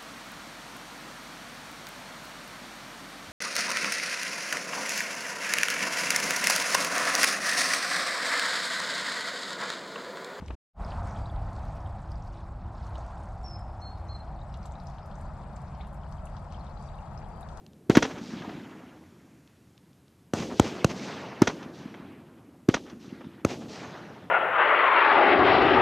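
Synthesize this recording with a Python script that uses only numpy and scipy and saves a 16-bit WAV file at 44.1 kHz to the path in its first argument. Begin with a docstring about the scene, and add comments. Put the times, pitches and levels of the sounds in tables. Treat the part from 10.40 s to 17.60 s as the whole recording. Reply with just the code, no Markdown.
"""A small outfall pours into a drainage ditch: the jet drives bubbles under the water and throws up
froth, hissing spray and crisp droplets. Far machinery hums over a low rumble.
Ahead of it, one boot step on a gritty farm track breaks off, and the ditch fades in.
A small bird gives one high falling whistle and two lower level ones; another calls faintly from far off."""
import sys
import numpy as np
from scipy import signal
from scipy.fft import rfft, irfft
from scipy.io import wavfile
from scipy.ndimage import uniform_filter1d

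SR = 44100
rng = np.random.default_rng(int(sys.argv[2]) if len(sys.argv) > 2 else 0)


def unload_audio(sound):
    """Save the sound as a 16-bit wav file, at the path given as the first command line argument."""
    columns = np.transpose(np.atleast_2d(sound))
    # keep every value between -1 and 1, then stretch to whole-number steps
    steps = np.round(np.clip(columns, -1, 1) * 32767)
    wavfile.write(sys.argv[1], SR, steps.astype(np.int16))


N = 317520
T = np.arange(N) / SR
BREAK_S, FADE_IN_S = 0.1536, (0.33, 0.41)  # the track cuts out; the ditch fades in


def amp(db):
    return 10 ** (np.asarray(db) / 20)


def unit(x):
    return x / np.sqrt(np.mean(x ** 2) + 1e-20)


def eq_gain(curve, hz):
    """Gain of an EQ curve at these frequencies."""
    points_hz, db = np.transpose(curve)
    return amp(np.interp(np.log(hz + 1), np.log(points_hz + 1), db))


def fader(curve):
    """Gain over time from breakpoints in seconds and dB."""
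    return amp(np.interp(T, *np.transpose(curve)))


def add(mix, start, sound):
    part = mix[..., max(round(start * SR), 0):][..., :sound.shape[-1]]
    part += sound[..., :part.shape[-1]]


def colour(x, spectrum):
    """Shapes x with an EQ curve, at rms 1."""
    return unit(irfft(rfft(x) * eq_gain(spectrum, np.fft.rfftfreq(N, 1 / SR)), N))


def noise(spectrum):
    """Two independent channels of shaped noise."""
    return colour(rng.standard_normal((2, N)), spectrum)


def drift(rate_hz):
    """A smooth random wander, at rms 1."""
    lowpass = np.exp(-(np.fft.rfftfreq(N, 1 / SR) / rate_hz) ** 2)
    return unit(irfft(rfft(rng.standard_normal(N)) * lowpass, N))


def snap(hz, octaves, decay, scatter_db, scatter_s, crack, size=4096):
    """An impact 2 ms in: a burst in one band, an optional thin crack above it, then a faint scatter."""
    t, freqs = np.arange(size) / SR - .002, np.fft.rfftfreq(size, 1 / SR)
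    age = np.maximum(t, 0)
    band = np.exp(-(np.log2((freqs + 1) / hz) / octaves) ** 2 / 4)
    white = rng.standard_normal((2, size)) * (t > 0)
    blow = rfft(white * np.exp(-age / decay)) * (band + crack * (freqs > hz))
    scatter = rfft(white * amp(scatter_db) * np.exp(-age / scatter_s)) * band
    edges = np.clip(1 + t / .002, 0, 1) * np.clip((t[-1] - t) / .04, 0, 1) ** 2
    burst = irfft(blow + scatter) * edges
    head_s = max(.002, decay)  # the attack is brought to rms 1
    return burst / np.sqrt(np.sum(burst[:, t < head_s] ** 2, axis=1, keepdims=True) / (head_s * SR))


def banks(x, t60):
    """Sparse reflections off the banks and the hedge, dying away over t60 seconds."""
    t = np.arange(SR // 2) / SR
    taps = rng.standard_normal((2, len(t))) * (rng.random(len(t)) < 2000 / SR)
    taps *= (t > .006) * amp(-60 * t / t60)
    return signal.fftconvolve(x, taps / np.linalg.norm(taps[0]), axes=1)[:, :N]


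# Pan of the open image. Each row: frequency in Hz, left over right in dB.
PAN = [(130, 0), (290, 0.8), (630, 4.5), (1300, 5.5), (3000, 0), (6600, 1.5), (13000, -6)]
# Diffuse width of the open image. Each row: frequency in Hz, side over mid in dB.
DIFFUSE_WIDTH = [(40, -20.5), (130, -19.5), (290, -17), (630, -22.5), (1380, -11.5), (3000, -8.5),
                 (6600, -1.5), (9000, 0.5), (13000, -0.5)]
# The ditch starts in mono and opens as the microphone is raised from the water to the fields.
# Each row: time in seconds, side gain in dB.
IMAGE_OPENING = [(0, -2), (.2, 1), (.33, -57.5), (2.7, -48.5), (3.0, -15.5), (3.45, -8.5), (4.3, -2.5),
                 (7.2, 3.5)]
def stereo(pair, lag_s=1.6e-5):
    """Turns a centre and a diffuse channel into stereo: the pour lies left, the spray leads right."""
    centre, diffuse = pair
    hz = np.fft.rfftfreq(N, 1 / SR)
    ratio = eq_gain(PAN, hz)
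    direction = (ratio - 1) / (ratio + 1) - 1j * np.sin(np.pi * hz * lag_s)
    side = irfft(rfft(centre) * direction + rfft(diffuse) * eq_gain(DIFFUSE_WIDTH, hz), N)
    side *= fader(IMAGE_OPENING)
    return centre + np.array([side, -side])


def running(start, end, fade_s=0.3):
    """Fades a machine sound in and out."""
    return np.clip(np.minimum(T - start, end - T) / fade_s, 0, 1)


# EQs of the low rumble, the higher drone and the faint whir. Each row: frequency in Hz, relative dB.
RUMBLE_EQ = [(10, -49), (22, -10.5), (35, 0), (60, 1), (78, 0), (120, -9.5), (170, -11), (220, -16.5),
             (270, -23.5), (380, -30), (800, -48), (2000, -84)]
DRONE_EQ = [(90, -13.5), (140, -1), (210, -7), (300, -37.5), (600, -72)]
WHIR_EQ = [(220, -38), (340, 0), (420, 1.5), (560, -5), (800, -60)]
# Engine tones. Each row: start and end in seconds, pitch in Hz, level in dB, throb depth from 0 to 1.
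ENGINE_TONES = [(1.5, 7.2, 58.5, -53.5, 0), (0.41, 1.32, 106, -40.5, 0), (1, 3.93, 104, -47.5, 0),
                (0.28, 1.7, 294, -64.5, 0.1), (0.57, 4.19, 331, -63.5, 0.73), (3.66, 7.4, 328, -68.5, 0.25),
                (3.6, 7.03, 140, -52, 0), (3.46, 7.13, 199, -59.5, 0.08)]
def machinery(settle_s=0.8, sink_db_per_s=0.65, throb_hz=3.62, wander=0.0119, waver_db=1.3):
    """Far machines: a rumble that settles, a later drone and whir, and engine tones that come and go."""
    age = np.maximum(T - FADE_IN_S[1], 0)
    out = noise(RUMBLE_EQ) * amp(-38 + 5.5 * np.exp(-age / settle_s) - sink_db_per_s * age)
    out += amp(-50) * running(3.87, 7.34) * noise(DRONE_EQ)
    out += amp(-62) * running(6.55, 7.5) * noise(WHIR_EQ)
    throb = np.sin(2 * np.pi * throb_hz * T)
    for start, end, hz, db, depth in ENGINE_TONES:
        pitch = hz * (1 + wander * drift(4.95))
        tone = np.sqrt(2) * np.sin(2 * np.pi * np.cumsum(pitch) / SR)
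        out[0] += amp(db) * running(start, end) * tone * (1 + depth * throb) * amp(waver_db * drift(12))
    return out


# The low ambience on the track. Each row: frequency in Hz, relative level in dB.
TRACK_EQ = [(20, -4.5), (70, 16), (150, -2), (400, -7), (900, -11.5), (2000, -25), (4500, -33.5),
            (8000, -40), (14000, -57)]
# Heel, then sole. Each row: start in seconds, level in dB, pitch in Hz, swell in seconds.
BOOT_THUDS = [(0.021, -34.5, 188, 0.003), (0.1043, -39, 264, 0.0019)]
# Crunch. Each row: start in seconds, level in dB, centre in Hz, width in octaves, decay in seconds.
GRIT_CRACKS = [(0.0107, -49, 1110, 0.43, 0.0011), (0.024, -46.5, 600, 0.5, 0.0046),
               (.062, -57, 4700, 0.31, 0.0011), (0.079, -60.5, 4180, 0.51, 0.0056),
               (0.0835, -47, 2300, 0.39, 0.00098), (0.1044, -39.5, 614, 0.46, 0.0044),
               (0.106, -47.5, 1740, 0.41, 0.0034)]
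def footstep():
    """A boot thuds down and cracks the grit of the track, over a bed of low noise."""
    out = amp(-41.5) * noise(TRACK_EQ)
    t = T[:SR // 20]
    for start, db, hz, swell in BOOT_THUDS:
        envelope = t / swell * np.exp(1 - t / swell)
        add(out, start, amp(db) * np.sqrt(2) * envelope * np.sin(2 * np.pi * hz * t))
    for start, db, hz, octaves, decay in GRIT_CRACKS:
        grit = snap(hz, octaves, decay, scatter_db=-20, scatter_s=0.01, crack=0)
        add(out, start - .002, amp(db) * grit)
    return out


def whistle(length, db, first_hz, last_hz, scoop_hz=0, waver_hz=12, waver_per_s=180, tremble_db=1.5):
    """A nearly pure, slightly trembling glide that may scoop up into its pitch."""
    t = np.arange(round(length * SR)) / SR
    glide = first_hz + (last_hz - first_hz) * t / length
    hz = glide - scoop_hz * np.exp(-t / 0.0053) + waver_hz * drift(waver_per_s)[:len(t)]
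    edges = np.clip(np.minimum(t, length - t) / 0.013, 0, 1) ** 0.32
    gain = amp(db + tremble_db * drift(110)[:len(t)])
    return np.sqrt(2) * edges * gain * np.sin(2 * np.pi * np.cumsum(hz) / SR)


# The near bird's two lower notes.
# Each row: start and length in seconds, relative level in dB, first and last pitch in Hz.
NEAR_NOTES = [(3.415, 0.083, -46.8, 4335, 4225), (3.687, 0.05, -47, 4265, 4205)]
def near_bird(fall_s=0.146, swell_s=0.02, fade_s=0.016):
    """A high falling whistle, two lower notes each led by a faint rising chirp, and a closing pip."""
    song = np.zeros(N)
    fall = whistle(fall_s, -47.8, 5530, 5070, waver_hz=24, tremble_db=3)
    age = T[:len(fall)]
    add(song, 3.033, fall * np.clip(np.minimum(age / swell_s, (fall_s - age) / fade_s), 0, 1))
    for start, *note in NEAR_NOTES:
        chirp = whistle(0.033, -66.5, 5600, 6300, scoop_hz=330, waver_hz=330, waver_per_s=760,
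                        tremble_db=2)
        add(song, start - 0.019, chirp)
        add(song, start, whistle(*note, scoop_hz=330))
    pip = whistle(0.022, -44, 4185, 4150)
    add(song, 3.746, pip)
    return song


# Faint calls from far off. Each row: start in seconds, relative level in dB.
FAR_NOTES = [(0.775, -70.5), (5.88, -75.5), (6.36, -70.5), (6.9, -71.5)]
def far_bird():
    """A distant bird repeats one thin, sagging note."""
    song = np.zeros(N)
    for start, db in FAR_NOTES:
        add(song, start, whistle(0.16, db, 4715, 4605, waver_hz=28, waver_per_s=70, tremble_db=3))
    return song


def birds(lead_s=7e-5, echo_s=0.05):
    """Both birds whistle from the left, with one clear echo off the bank and a tail from the hedge."""
    song = near_bird() + far_bird()
    echo = amp(-10) * np.interp(T - echo_s, T, song)
    clear = amp(-4.5) * (song + echo)
    lead = lead_s * np.minimum(fader(IMAGE_OPENING), .55) / 2  # the left leads once the image opens
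    hedge = amp(-16.5) * stereo(banks(np.array([song, song]), t60=0.64))
    return np.array([np.interp(T + lead, T, clear), np.interp(T - lead, T, clear)]) + hedge


def bubbles(per_s, low_hz, high_hz, cycles, rise, spread_db, sizes=36):
    """Two channels of random small dying rings; a bubble's pitch rises as it nears the surface."""
    pair, t = np.zeros((2, N)), np.arange(2048) / SR
    for channel in pair:
        for hz in np.geomspace(low_hz, high_hz, sizes):
            age = t * hz / cycles
            ring = np.sin(2 * np.pi * hz * t * (1 + rise * np.minimum(age, 5)))
            ring *= np.exp(-age) * (1 - np.exp(-2 * t * hz))
            onsets = np.flatnonzero(rng.random(N) < per_s / sizes / SR)
            hits = np.zeros(N)
            hits[onsets] = rng.choice([-1, 1], len(onsets))
            hits[onsets] *= amp(spread_db * np.minimum(rng.exponential(1, len(onsets)), 4.5))
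            channel += signal.oaconvolve(hits, unit(ring))[:N]
    return np.array([unit(channel) for channel in pair])


def drop(hz, octaves, tick_s=0.00058, ring_s=0.0013, ring_cycles=10):
    """A drop hits the water: the narrower its band, the longer it rings and the more its bubble sings."""
    decay = tick_s + ring_s * np.exp(-octaves / 0.034)
    splat = snap(hz, octaves, decay, scatter_db=-14.5, scatter_s=0.015, crack=0.003)
    cycles = hz * np.maximum(T[:splat.shape[1]] - .002, 0)
    bubble = 2.2 * np.sin(2 * np.pi * cycles) * np.exp(-cycles / ring_cycles) * (1 - np.exp(-cycles / 2))
    bubble_share = np.exp(-(octaves / 0.15) ** 2)
    return np.sqrt(1 - bubble_share) * splat + np.sqrt(bubble_share) * bubble


def ticks(per_s=24, centre_hz=7800, spread_db=1.6):
    """The smallest flying drops land at random as faint, bright ticks."""
    out = np.zeros((2, N))
    for when, size, strength in rng.random((round(per_s * N / SR), 3)):
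        db = -77.5 + spread_db * min(-np.log(1 - strength), 3)
        hz = centre_hz * 2 ** (.5 * (size - .5))
        add(out, when * N / SR, amp(db) * drop(hz, octaves=.3))
    return out


# Fader ride of the small drips. Each row: time in seconds, level in dB.
DRIP_RIDE = [(0.4, -81), (3.7, -82), (4.2, -76), (5.2, -79), (7.2, -77.5)]
def drips():
    """Small clear drips, which stand out more once the microphone is raised."""
    near = bubbles(75, 2300, 5300, cycles=9, rise=0.0012, spread_db=2.6)
    return (near + amp(-6.5) * banks(near, t60=0.061)) * fader(DRIP_RIDE)


# Splash cues. Each row: middle and length in seconds, relative level in dB, centre in Hz.
SHOWERS = [(0.481, 0.15, -65, 4470), (0.715, 0.21, -61.5, 5500), (1.203, 0.55, -68, 4400),
           (1.822, 0.37, -70, 5160), (1.972, 0.17, -65, 3600), (2.428, 0.18, -65, 4450),
           (2.599, 0.26, -68, 4430), (2.822, 0.38, -73.5, 6560), (4.276, 0.23, -71, 4620),
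           (4.523, 0.24, -70, 4500), (4.8, 0.17, -82, 6760), (5.167, 0.04, -76, 6540),
           (5.417, 0.071, -62, 3120), (5.87, 0.08, -73, 6760), (6.132, 0.12, -64, 3580),
           (6.259, 0.16, -70, 3820), (6.436, 0.14, -69.5, 5600), (7.107, 0.24, -79, 6430)]
def splashes(count=60, step_octaves=0.28, spread_db=2.5):
    """The jet slaps the water and throws up a shower of drops, thickest in its middle."""
    out = np.zeros((2, N))
    for middle, length, db, hz in SHOWERS:
        shower = np.zeros((2, N))
        times = rng.triangular(-.5, 0, .5, count)
        pitch_steps = rng.uniform(-3.5, 2.4, count)
        for when, step, strength in zip(times, pitch_steps, rng.standard_normal(count)):
            sound = drop(hz * 2 ** (step_octaves * step), octaves=0.15)
            add(shower, middle + when * length, amp(spread_db * (strength - abs(step))) * sound)
        out += amp(db - 4.5) * np.sqrt(length * SR / N) * unit(shower)
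    return out


# Spot drops: narrow ones plink, wide ones tick.
# Each row: start in seconds, level in dB, centre in Hz, width in octaves.
FAT_DROPS = [(0.449, -49, 5160, 0.097), (0.506, -51, 4380, .14), (0.52, -49, 3120, 0.17),
             (0.674, -57, 5400, 0.38), (0.763, -52, 3150, 0.13), (0.859, -48, 3980, 0.08),
             (0.8995, -52, 3370, 0.098), (0.918, -61, 8300, 0.079), (0.963, -55.5, 3700, 0.18),
             (1.165, -57, 4260, 0.16), (1.011, -71, 9000, 0.23), (1.131, -63, 7000, 0.29),
             (1.253, -66, 7500, .4), (1.36, -68, 9500, 0.38), (1.475, -69, 8700, .12),
             (1.715, -65, 8300, .2), (1.4617, -55, 3280, 0.13), (1.6215, -61.5, 7580, 0.11),
             (1.719, -51.5, 5000, 0.11), (1.757, -56.5, 4930, 0.13), (1.824, -60, 5600, 0.13),
             (1.874, -62, 4740, .14), (2.4687, -61, 5900, 0.35), (2.556, -48.5, 3480, 0.21),
             (2.5815, -57, 6500, 0.23), (2.591, -63, 6300, .25), (2.6646, -62, 6500, 0.33),
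             (2.8357, -64, 7960, 0.13), (3.0323, -66, 7750, .15), (3.193, -64, 7900, .2),
             (3.325, -78, 9500, .25), (3.9914, -55.5, 3800, 0.14), (4.017, -55, 3800, .06),
             (4.127, -62, 4900, .1), (4.142, -50, 2680, 0.47), (4.1735, -64, 6500, 0.35),
             (4.2309, -57, 4840, 0.17), (4.257, -53, 4600, 0.54), (4.262, -53, 7600, .06),
             (4.322, -58, 6560, 0.15), (4.355, -57, 3920, .09), (4.401, -57, 4560, 0.18),
             (4.438, -68, 8500, .35), (4.471, -52.5, 5140, 0.19), (4.498, -60, 5060, 0.073),
             (4.585, -56, 3600, 0.26), (4.629, -61, 5060, 0.078), (4.6614, -66, 9000, .35),
             (4.714, -60.5, 3680, 0.24), (4.743, -63, 4540, .1), (4.756, -60, 6360, .2),
             (4.813, -62, 7800, .25), (5.037, -63, 3300, .2), (5.1625, -57, 7450, 0.1),
             (5.167, -57.5, 4080, 0.48), (5.218, -66, 7460, 0.31), (5.28, -61, 5130, 0.09),
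             (5.349, -61, 4670, 0.13), (5.405, -52, 2300, .07), (5.411, -51, 3650, 0.1),
             (5.4705, -66, 8300, .3), (5.4771, -68, 9000, 0.28), (5.532, -67, 9500, .3),
             (5.545, -64, 8440, .3), (5.635, -59, 3030, .09), (5.716, -67, 7000, .45),
             (5.725, -57.5, 4700, 0.37), (5.8569, -56, 8000, 0.24), (5.871, -56, 2630, 0.19),
             (5.968, -54.5, 4200, 0.3), (6.1245, -54.5, 3480, 0.43), (6.146, -53, 3140, 0.11),
             (6.209, -58, 4350, .09), (6.268, -59, 3700, 0.13), (6.3, -63, 4150, .1),
             (6.3742, -55, 4000, 0.071), (6.4265, -62, 7490, 0.18), (6.4887, -59, 3850, 0.11),
             (6.588, -59, 2770, 0.096), (6.7768, -53, 5360, 0.11), (6.818, -58, 2500, .2),
             (6.846, -63, 3400, .2), (7.01, -60, 8900, 0.22), (7.03, -56, 3880, 0.086),
             (7.089, -56, 3740, 0.38), (7.174, -55, 5200, 0.39)]
def droplets():
    """Fat drops fall clear of the jet and strike the water one by one."""
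    out = np.zeros((2, N))
    for start, db, hz, octaves in FAT_DROPS:
        add(out, start - .0025, amp(db) * drop(hz, octaves))
    return out


def patchy(x, depth_db, bands, frames):
    """Clusters of drops swell for a moment, each over its own stretch of the spectrum."""
    spectrogram = signal.stft(x, nperseg=256)[2]
    swells = rng.standard_normal(spectrogram.shape[1:])
    for _ in range(2):
        swells = uniform_filter1d(swells, size=bands, axis=0)
        swells = uniform_filter1d(swells, size=frames, axis=1)
    return unit(signal.istft(spectrogram * amp(depth_db * unit(swells)))[1][:, :N])


# Strength of the pour. Each row: time in seconds, relative level in dB.
FLOW_RIDE = [(0.45, -42), (0.6, -41.5), (0.95, -45.5), (1.35, -45.5), (1.85, -50), (2.2, -50), (2.6, -46),
             (2.92, -48), (3.17, -49.5), (3.45, -48), (3.58, -49), (3.7, -47.5), (4.0, -49.5), (4.28, -48),
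             (4.6, -49), (4.85, -47.5), (5.6, -49), (6.1, -48), (6.26, -48.5), (6.47, -48.5), (6.63, -48),
             (7.0, -48.5), (7.2, -47.8)]
def with_flow(db, follow, usual_flow_db=-48):
    """Gain of a layer that sits at db in the usual flow and moves by follow dB for each dB of flow."""
    return amp(db) * (fader(FLOW_RIDE) / amp(usual_flow_db)) ** follow


# The fizz of the spray. Each row: frequency in Hz, relative level in dB.
SPRAY_EQ = [(900, 13), (2200, 0.5), (3200, 6), (4800, 5), (6000, 0.5), (7000, 1.8), (8200, 2.5),
            (10000, -7.5), (12500, -15.5), (15000, -45)]
def spray():
    """Fine drops patter in clumps and larger ones plink, over a softly fluttering hiss."""
    clumps = amp(3 * drift(14))
    clumps /= clumps.mean()
    fine = bubbles(900 * clumps, 3500, 13000, cycles=2.2, rise=0, spread_db=3.6)
    plinks = bubbles(450 * clumps, 2300, 5300, cycles=6.5, rise=0.0012, spread_db=3.2)
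    near = amp(2.5) * colour(fine, SPRAY_EQ) + amp(0.5) * plinks
    hiss = patchy(noise(SPRAY_EQ), depth_db=3, bands=9, frames=4)
    patter = near + amp(-7) * banks(near, t60=0.077)
    return patter * with_flow(-81, follow=1) + hiss * with_flow(-71, follow=1.22)


# The body of the pour. Each row: frequency in Hz, relative level in dB.
POUR_EQ = [(250, -15), (450, -13.5), (600, -2.5), (720, 0.5), (950, -1.5), (1300, -8), (1800, -18),
           (2600, -28.5), (4500, -33), (9000, -85)]
# Fader ride of the hollow gurgle under the jet. Each row: time in seconds, level in dB.
GURGLE_RIDE = [(0.5, -52.5), (1.2, -53), (2.1, -59), (2.85, -53), (3.45, -53), (4.3, -56.5), (4.7, -67.5),
               (7.2, -59.5)]
def outfall():
    """The jet drives a cloud of bubbles into the ditch; big ones gurgle in its hollow, small ones fizz."""
    cloud = bubbles(3500, 377.9, 2580, cycles=3.66, rise=0.012, spread_db=0.5)
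    body = colour(cloud + amp(4) * rng.standard_normal((2, N)), POUR_EQ)
    gurgle = bubbles(160, 663, 846, cycles=12.4, rise=0.0039, spread_db=0.2, sizes=12)
    froth = noise([(600, -34), (1250, 7), (1700, -2.5), (2500, -8.5), (5000, -45)])
    return (body * with_flow(-48.5, follow=0.98)
            + gurgle * fader(GURGLE_RIDE) * amp(1.2 * drift(4.5))
            + patchy(froth, depth_db=3, bands=4, frames=7) * with_flow(-63.5, follow=1.16))


def scene():
    """The step on the track, a moment of silence, then the ditch."""
    on_track = np.clip((BREAK_S - T) / 0.006, 0, 1)
    at_ditch = np.clip((T - FADE_IN_S[0]) / (FADE_IN_S[1] - FADE_IN_S[0]), 0, 1) ** 2.65
    ditch = outfall() + spray() + ticks() + drips() + splashes() + droplets() + machinery()
    return stereo(on_track * footstep() + at_ditch * ditch) + birds()


def record(dry, cutoff_hz=14900):
    """A steep low-pass trims the highest treble."""
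    lowpass = signal.firwin(511, cutoff_hz, window=("kaiser", 9), fs=SR)
    return signal.oaconvolve(dry, lowpass[None], "same")


dry = scene()
out = record(dry)
unload_audio(out)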